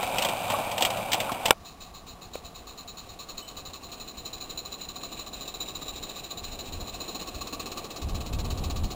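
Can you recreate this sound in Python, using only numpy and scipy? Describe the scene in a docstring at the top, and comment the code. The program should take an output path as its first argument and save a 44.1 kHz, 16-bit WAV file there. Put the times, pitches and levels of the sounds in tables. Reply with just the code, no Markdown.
"""A garden railway. Model wagons rumble and clack over a wooden trestle; a sharp knock ends that scene.
Then a small steam engine gathers speed toward us, puffing four times to a wheel turn, while its burner
roars, steam leaks and its wheels roll louder. A bird chirps once, and near the end wind buffets
the microphone of a camera whose coarse sampling makes the treble gritty."""
import sys
import numpy as np
from scipy.fft import rfft, irfft, next_fast_len
from scipy.io import wavfile
from scipy.ndimage import map_coordinates

SR = 44100
rng = np.random.default_rng(int(sys.argv[2]) if len(sys.argv) > 2 else 0)


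def store_pcm(level_fs):
    """Save levels as 16-bit WAV."""
    pcm = np.round(np.clip(level_fs, -1, 1) * 32767).astype(np.int16)
    wavfile.write(sys.argv[1], SR, np.atleast_2d(pcm).T)


N = 394694


def amp(db):
    """Decibels to gain."""
    return 10 ** (np.asarray(db) / 20)

def unit(x):
    """Scale to an average (rms) level of 1."""
    return x / np.sqrt(np.mean(x ** 2) + 1e-20)

def clock():
    """Time of every sample."""
    return np.arange(N) / SR

def curves(rows):
    """One value per sample for each column after the time."""
    s, *cols = np.transpose(rows)
    return [np.interp(clock(), s, c) for c in cols]

def wobble(rate):
    """A smooth curve through rate random points a second."""
    return map_coordinates(rng.standard_normal(int(N * rate / SR) + 4), [np.arange(N) * rate / SR])

def filtered(x, response):
    """Turn each frequency of x up or down."""
    size = next_fast_len(N + SR // 2)
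    return irfft(rfft(x, size) * response(np.fft.rfftfreq(size, 1 / SR)), size)[:N]

def rush(spectrum, grain_db):
    """Grainy noise with the given tone colour."""
    hz, db = np.transpose(spectrum)
    grains = rng.standard_normal(N) * amp(grain_db * wobble(700))
    response = lambda f: amp(np.interp(np.log(f + 1), np.log(hz), db, left=-120, right=-120))
    return unit(filtered(grains, response))

def resonant(modes):
    """Noise that rings at a few pitches."""
    response = lambda f: sum(amp(db) * (1j * f * width / (hz * hz - f * f + 1j * f * width)) ** 2
                             for hz, width, db in modes)
    return unit(filtered(rng.standard_normal(N), response))

def singing(hz, width_hz):
    """Narrow noise around a moving pitch."""
    real, imag = [filtered(rng.standard_normal(N), lambda f: 1 / (1 + (f / width_hz) ** 3))
                  for _ in range(2)]
    return unit(np.real((real + 1j * imag) * np.exp(2j * np.pi * np.cumsum(hz) / SR)))

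def burst(t, rise, t60):
    """A level that jumps up, then falls 60 dB in the time t60."""
    t = np.maximum(t, 0)
    return (1 - np.exp(-t / rise)) * amp(-60 * t / t60)


# Tone of the air and of the buffeting. Each row: frequency in Hz, relative level in dB.
AIR_TONE = [(90, -10.5), (170, 1.5), (300, -8), (600, -11), (1000, -6), (1600, -14.5), (3000, -17),
            (5500, -15)]
BUFFET_TONE = [(8.8, -31), (15, 2), (32, 1), (76, 0), (95, -2), (119, -11), (212, -13.5), (350, -25),
               (460, -50), (770, -120)]
# Gusts. Each row: start in seconds, length in seconds, level in dB.
GUSTS = [(5.6, 0.34, -54), (6.35, 0.15, -48.5), (6.673, 0.16, -42.5), (7.193, 0.53, -52.5),
         (8.01, 0.86, -30.5)]

def wind(breeze_db=-52, rise_s=0.03, fall_s=0.14):
    """Soft garden air, and low, lumpy gusts hitting the microphone."""
    gusts = sum(amp(db) * np.interp(clock(), [s, s + rise_s, s + length, s + length + fall_s],
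                                    [0, 1, 1, 0]) for s, length, db in GUSTS)
    lumps = unit(amp(2.5 * wobble(25)) * rush(BUFFET_TONE, grain_db=2))
    return amp(-54.5) * rush(AIR_TONE, grain_db=1) + (amp(breeze_db) + gusts) * lumps


# The bird's call. Each row: time in seconds, pitch in Hz, level in dB.
CHIRP = [(3.4, 3070, -70), (3.42, 3035, -49), (3.48, 3020, -54), (3.51, 3040, -65), (3.57, 3020, -70)]

def bird():
    """One thin, breathy chirp."""
    hz, db = curves(CHIRP)
    sounding = (clock() > CHIRP[0][0]) & (clock() < CHIRP[-1][0])
    return sounding * amp(db) * singing(hz, width_hz=50)


# Knocks. Each row: start in seconds, strength in dB, brightness in dB, share of the full ring time.
KNOCKS = [(1.5072, -2.5, 1, 0.81), (2.355, -14.5, -14, 0.53)]
# Notes of the case. Each row: pitch in Hz, relative level in dB, full ring time in seconds.
CASE_NOTES = [(546, -2, 0.022), (890, -9, 0.017), (1380, -3.5, 0.026), (1900, -16, 0.014),
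              (2300, -2, 0.017), (2950, -8, 0.018), (3480, -6, 0.019)]
# Tone of the crack. Each row: frequency in Hz, relative level in dB.
CRACK_TONE = [(120, -18), (280, -3.5), (600, 3), (1100, -2), (1700, -5.5), (2600, -5), (5500, -12)]

def knocks():
    """The camera's case cracks and rings briefly; a soft touch weakens the high notes."""
    ring, crack = np.zeros((2, N))
    t = np.arange(SR // 10) / SR
    for s, db, bright_db, share in KNOCKS:
        start = round(s * SR)
        for k, (hz, level, t60) in enumerate(CASE_NOTES):
            note = burst(t, 0.0005, t60 * share) * np.cos(2 * np.pi * hz * t + k * np.pi)
            ring[start:][:len(t)] += amp(db + level + bright_db * (hz > 700)) * note
        crack[start:][:len(t)] += amp(db + bright_db + 3) * burst(t, rise=0.00028, t60=0.014 * share)
    return ring + crack * rush(CRACK_TONE, grain_db=-2.5)


# Tone of the wooden deck, the rattle and the clacks. 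Each row: frequency in Hz, relative level in dB.
DECK_TONE = [(40, -36), (65, -46), (100, -0.5), (140, -12), (190, -5), (300, -9), (430, -11.5), (550, 0),
             (760, 2.5), (900, -0.5), (1150, -7.5), (1400, -14.5), (1650, -23), (2000, -16.5)]
RATTLE_TONE = [(880, -19), (1500, -11), (1710, -23), (1970, -26), (2340, -3), (2540, -7.5), (3450, -13.5),
               (3820, -12.5), (4210, -20.5), (4720, -18), (5500, -22.5), (7150, -52), (12100, -120)]
CLACK_TONE = [(710, -42), (1200, -16), (1640, -17), (1840, -8), (3100, 0.5), (3830, -5.5), (4260, -8.5),
              (5100, -7.5), (5500, -10), (7150, -49), (12100, -120)]
# Wheels hit rail joints, buffers meet. Each row: start in seconds, clatter in dB, deck thud in dB.
CLACKS = [(0.028, -23, -21), (0.182, -16.5, -24), (0.2215, -17, -42), (0.247, -18.5, -21),
          (0.286, -22.5, -25), (0.5, -22.5, -17), (0.518, -31, -32), (0.714, -26, -28),
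          (0.7783, -21, -25.5), (0.807, -23, -23), (0.822, -14, -18.5), (0.8492, -17, -21),
          (0.902, -26, -41), (0.97, -29.5, -31), (1.117, -18, -28), (1.1304, -17, -23), (1.143, -29, -28),
          (1.201, -20, -30), (1.209, -44, -37), (1.3177, -24.5, -23), (1.4552, -13.5, -20.5),
          (1.481, -27, -25)]
# Couplings pull tight. Each row: start in seconds, strength in dB.
CLUNKS = [(0.541, -23.5), (1.291, -18)]
# A coupling's dull note. The row: pitch in Hz, width in Hz, relative level in dB.
COUPLING_NOTE = [(1120, 250, 0)]

def wagons(surge_every_s=0.332, deck_fade_db_per_s=2.2, rattle_fade_db_per_s=4):
    """Wheels shake the deck and fade as they roll away; rail joints clack and couplings clunk."""
    # The deck swells as each axle crosses a span.
    surge_db = 1.44 * np.cos(2 * np.pi * (clock() - 0.22) / surge_every_s)
    deck_db = -31 - deck_fade_db_per_s * clock() + surge_db
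    rattle_db = -35.5 - rattle_fade_db_per_s * clock() + surge_db
    clatter, thud, clunk = np.zeros((3, N))
    t = np.arange(SR // 5) / SR
    tick = amp(-5.5) * burst(t - 0.001, rise=0.00061, t60=0.011)
    jolt = tick + amp(-2) * burst(t, rise=0.0022, t60=0.063)
    for s, clatter_db, thud_db in CLACKS:
        clatter[round(s * SR):][:len(t)] += amp(clatter_db) * jolt
        thud[round(s * SR):][:len(t)] += amp(thud_db) * burst(t, rise=0.0019, t60=0.069)
    for s, db in CLUNKS:
        clunk[round(s * SR):][:len(t)] += amp(db) * burst(t, rise=0.0012, t60=0.055)
    rumble = amp(deck_db + wobble(60.2)) * rush(DECK_TONE, grain_db=1.5)
    rattle = amp(rattle_db) * rush(RATTLE_TONE, grain_db=2.5)
    clacks = clatter * rush(CLACK_TONE, grain_db=1.5) + thud * rush(DECK_TONE, grain_db=3)
    return rumble + rattle + clacks + clunk * resonant(COUPLING_NOTE)


# The engine's wheel speed. 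Each row: time in seconds, turns a second.
WHEEL_SPEED = [(1.646, 1.547), (2.612, 2.328), (3.285, 2.478), (3.352, 2.71), (4.673, 3.206),
               (5.202, 3.302), (5.435, 3.681), (6.81, 3.49), (7.568, 4.052), (8.361, 4.151), (8.9, 3.641)]

def travel(first_beat_s=1.6456, start_m=5.84, metres_per_turn=0.14):
    """Wheel speed, turns since the first beat, and metres from us."""
    speed, = curves(WHEEL_SPEED)
    turns = np.cumsum(speed) / SR
    turns -= turns[round(first_beat_s * SR)]
    return speed, turns, np.maximum(start_m - metres_per_turn * turns, 1)


# Tone of the wheels. Each row: frequency in Hz, relative level in dB.
ROLL_TONE = [(80, -16), (140, -1), (290, 1), (480, -0.5), (900, -6.5), (1500, -21.5), (2100, -29.5),
             (3500, -18)]

def wheels(speed, distance):
    """Wheels rumble on the track, louder when faster and nearer."""
    return amp(-46.5 + wobble(20)) * speed / distance * rush(ROLL_TONE, grain_db=2)


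# Notes of the fire tube. Each row: pitch in Hz, width in Hz, relative level in dB.
FLUE_NOTES = [(720, 150, 1), (1128, 127, -0.5)]

def burner(distance):
    """The flame roars in its tube, louder when nearer."""
    return amp(-40) / distance * resonant(FLUE_NOTES)


# Tone of the leak. Each row: frequency in Hz, relative level in dB.
LEAK_TONE = [(1400, -8.5), (2100, -11), (2550, 0.5), (2800, -2), (3400, -9), (3950, 5.5), (4200, 1.5),
             (4550, -11.5), (5500, -7)]
# How hard it leaks. Each row: time in seconds, strength in dB.
LEAK_STRENGTH = [(1.6, -59), (3.4, -51.5), (5.4, -45.5), (7.5, -44.5), (8.95, -49)]
# The chimney's ring. Each row: time in seconds, pitch in Hz.
RING_PITCH = [(1.6, 4050), (3.3, 4068), (4.1, 4050), (5, 4024), (5.85, 3896), (6.4, 4010), (7, 4030),
              (7.3, 4150), (8.95, 4150)]

def steam_leak():
    """Leaking steam hisses and keeps the chimney singing between beats."""
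    leak_db, = curves(LEAK_STRENGTH)
    ring_hz, = curves(RING_PITCH)
    whistle_db = curves(EXHAUST_MIX)[1]
    hiss = amp(-4.5) * rush(LEAK_TONE, grain_db=-0.5)
    whistle = amp(whistle_db - 11) * singing(ring_hz, width_hz=61)
    return amp(leak_db + 3.1 * wobble(60)) * (hiss + whistle)


# For each of the four valves: where in a wheel turn it opens, and its accent in dB.
BEAT_TURNS = [0, .251, .4885, .718]
ACCENT_DB = [-1.24, 1, -0.19, 0.18]
# How hard the engine puffs. Each row: time in seconds, strength in dB.
EFFORT = [(1.6, -46.5), (3.1, -45), (3.4, -41.5), (4.1, -42.5), (4.3, -39), (4.8, -41), (5.85, -39),
          (6.65, -39.5), (7.05, -37.5), (7.33, -37.8), (7.53, -34), (7.95, -36), (8.25, -34.5),
          (8.9, -35.5)]

def beats(turns, scatter_db=1.1):
    """Four slightly uneven beats a turn. Each row: start and gap in seconds, strength in dB."""
    due = np.add.outer(np.arange(np.ceil(turns[-1])), BEAT_TURNS).ravel()
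    s = np.interp(due[due < turns[-1]], turns, clock())
    db = np.interp(s, *np.transpose(EFFORT)) + np.resize(ACCENT_DB, len(s))
    db += scatter_db * rng.standard_normal(len(s))
    return np.transpose([s, np.gradient(s), db])

def steam_flow(chuffs, rise, t60):
    """Each valve opening empties a cylinder; rise and t60 are shares of the gap between beats."""
    flow, t = np.zeros(N + SR), np.arange(SR // 3) / SR
    for s, gap, db in chuffs:
        valve_open = 1 / (1 + (t / gap / 0.65) ** 8)
        flow[round(s * SR):][:len(t)] += amp(db + 5.5) * burst(t / gap, rise, t60) * valve_open
    return flow[:N]


# The exhaust's changing voice. Each row: time in seconds, then relative levels in dB
# of the airy ring, the whistle, the hollow note and the low puff.
EXHAUST_MIX = [(1.6, -4, -12.5, -3, -11), (3, 0.5, -12.5, -2.5, -21), (4.2, -3.5, 0, -3.5, -8),
               (5.1, -4.5, 2.5, -2.5, -2), (5.9, -4, 1.5, -4.5, -6), (6.6, -2, -3.5, -7, -4.5),
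               (7.1, -3, -1.5, -1.5, 2.5), (7.7, -13.5, -10, -1.5, -4.5), (8.9, -8.5, -26, -9, -6)]
# Tone of the steam jet. Each row: frequency in Hz, relative level in dB.
JET_TONE = [(900, -10), (1400, -11), (1700, -10.5), (2150, -8.5), (2400, -2.5), (2750, -1.5), (3000, 0.5),
            (3350, -5), (3900, 6), (4350, 3.5), (4700, -2), (5500, 1.5)]
# The chimney's hollow note and low puff. Each row: pitch in Hz, width in Hz, relative level in dB.
HOLLOW_NOTES = [(1147, 150, 0.5), (2595, 110, -4)]
PUFF_NOTES = [(320, 300, 0.5), (684, 136, 0)]

def exhaust(chuffs, split_hz=160):
    """Each blast hisses and puffs up the chimney; its bright ring outlasts the hiss."""
    airy_db, whistle_db, hollow_db, puff_db = curves(EXHAUST_MIX)
    ring_hz, = curves(RING_PITCH)
    hiss = rush(JET_TONE, grain_db=0)
    blast = hiss + amp(hollow_db) * resonant(HOLLOW_NOTES) + amp(puff_db) * resonant(PUFF_NOTES)
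    # The airy ring is two notes, one on each side of the whistle.
    airy = unit(singing(ring_hz - split_hz, width_hz=163) + singing(ring_hz + split_hz, width_hz=163))
    ring = amp(airy_db) * airy + amp(whistle_db) * singing(ring_hz, width_hz=135)
    blast *= steam_flow(chuffs, rise=0.16, t60=1.53)
    ring *= steam_flow(chuffs, rise=0.069, t60=2.14)
    return blast + ring


def scene(switch_s=1.532, fade_s=0.014):
    """The wagons give way abruptly to the engine, whose wheel speed sets both beat and rumble."""
    speed, turns, distance = travel()
    engine = wheels(speed, distance) + burner(distance) + steam_leak() + exhaust(beats(turns))
    engine_share = np.clip((clock() - switch_s) / fade_s + 0.5, 0, 1)
    trains = (1 - engine_share) * wagons() + engine_share * engine
    return (wind() + bird() + knocks() + trains)[None]

def record(dry, hold=4, top_hz=16000):
    """The camera flattens loud peaks and repeats each sample, mirroring the sound into gritty treble."""
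    muffled = filtered(dry[0], lambda f: 1 / np.sqrt(1 + (2 * hold * f / SR) ** 20))
    held = np.repeat(np.clip(muffled[::hold], -1, 1), hold)[:N]
    return filtered(held, lambda f: np.clip((top_hz - f) / 300, 0, 1))[None]


dry = scene()
out = record(dry)
store_pcm(out)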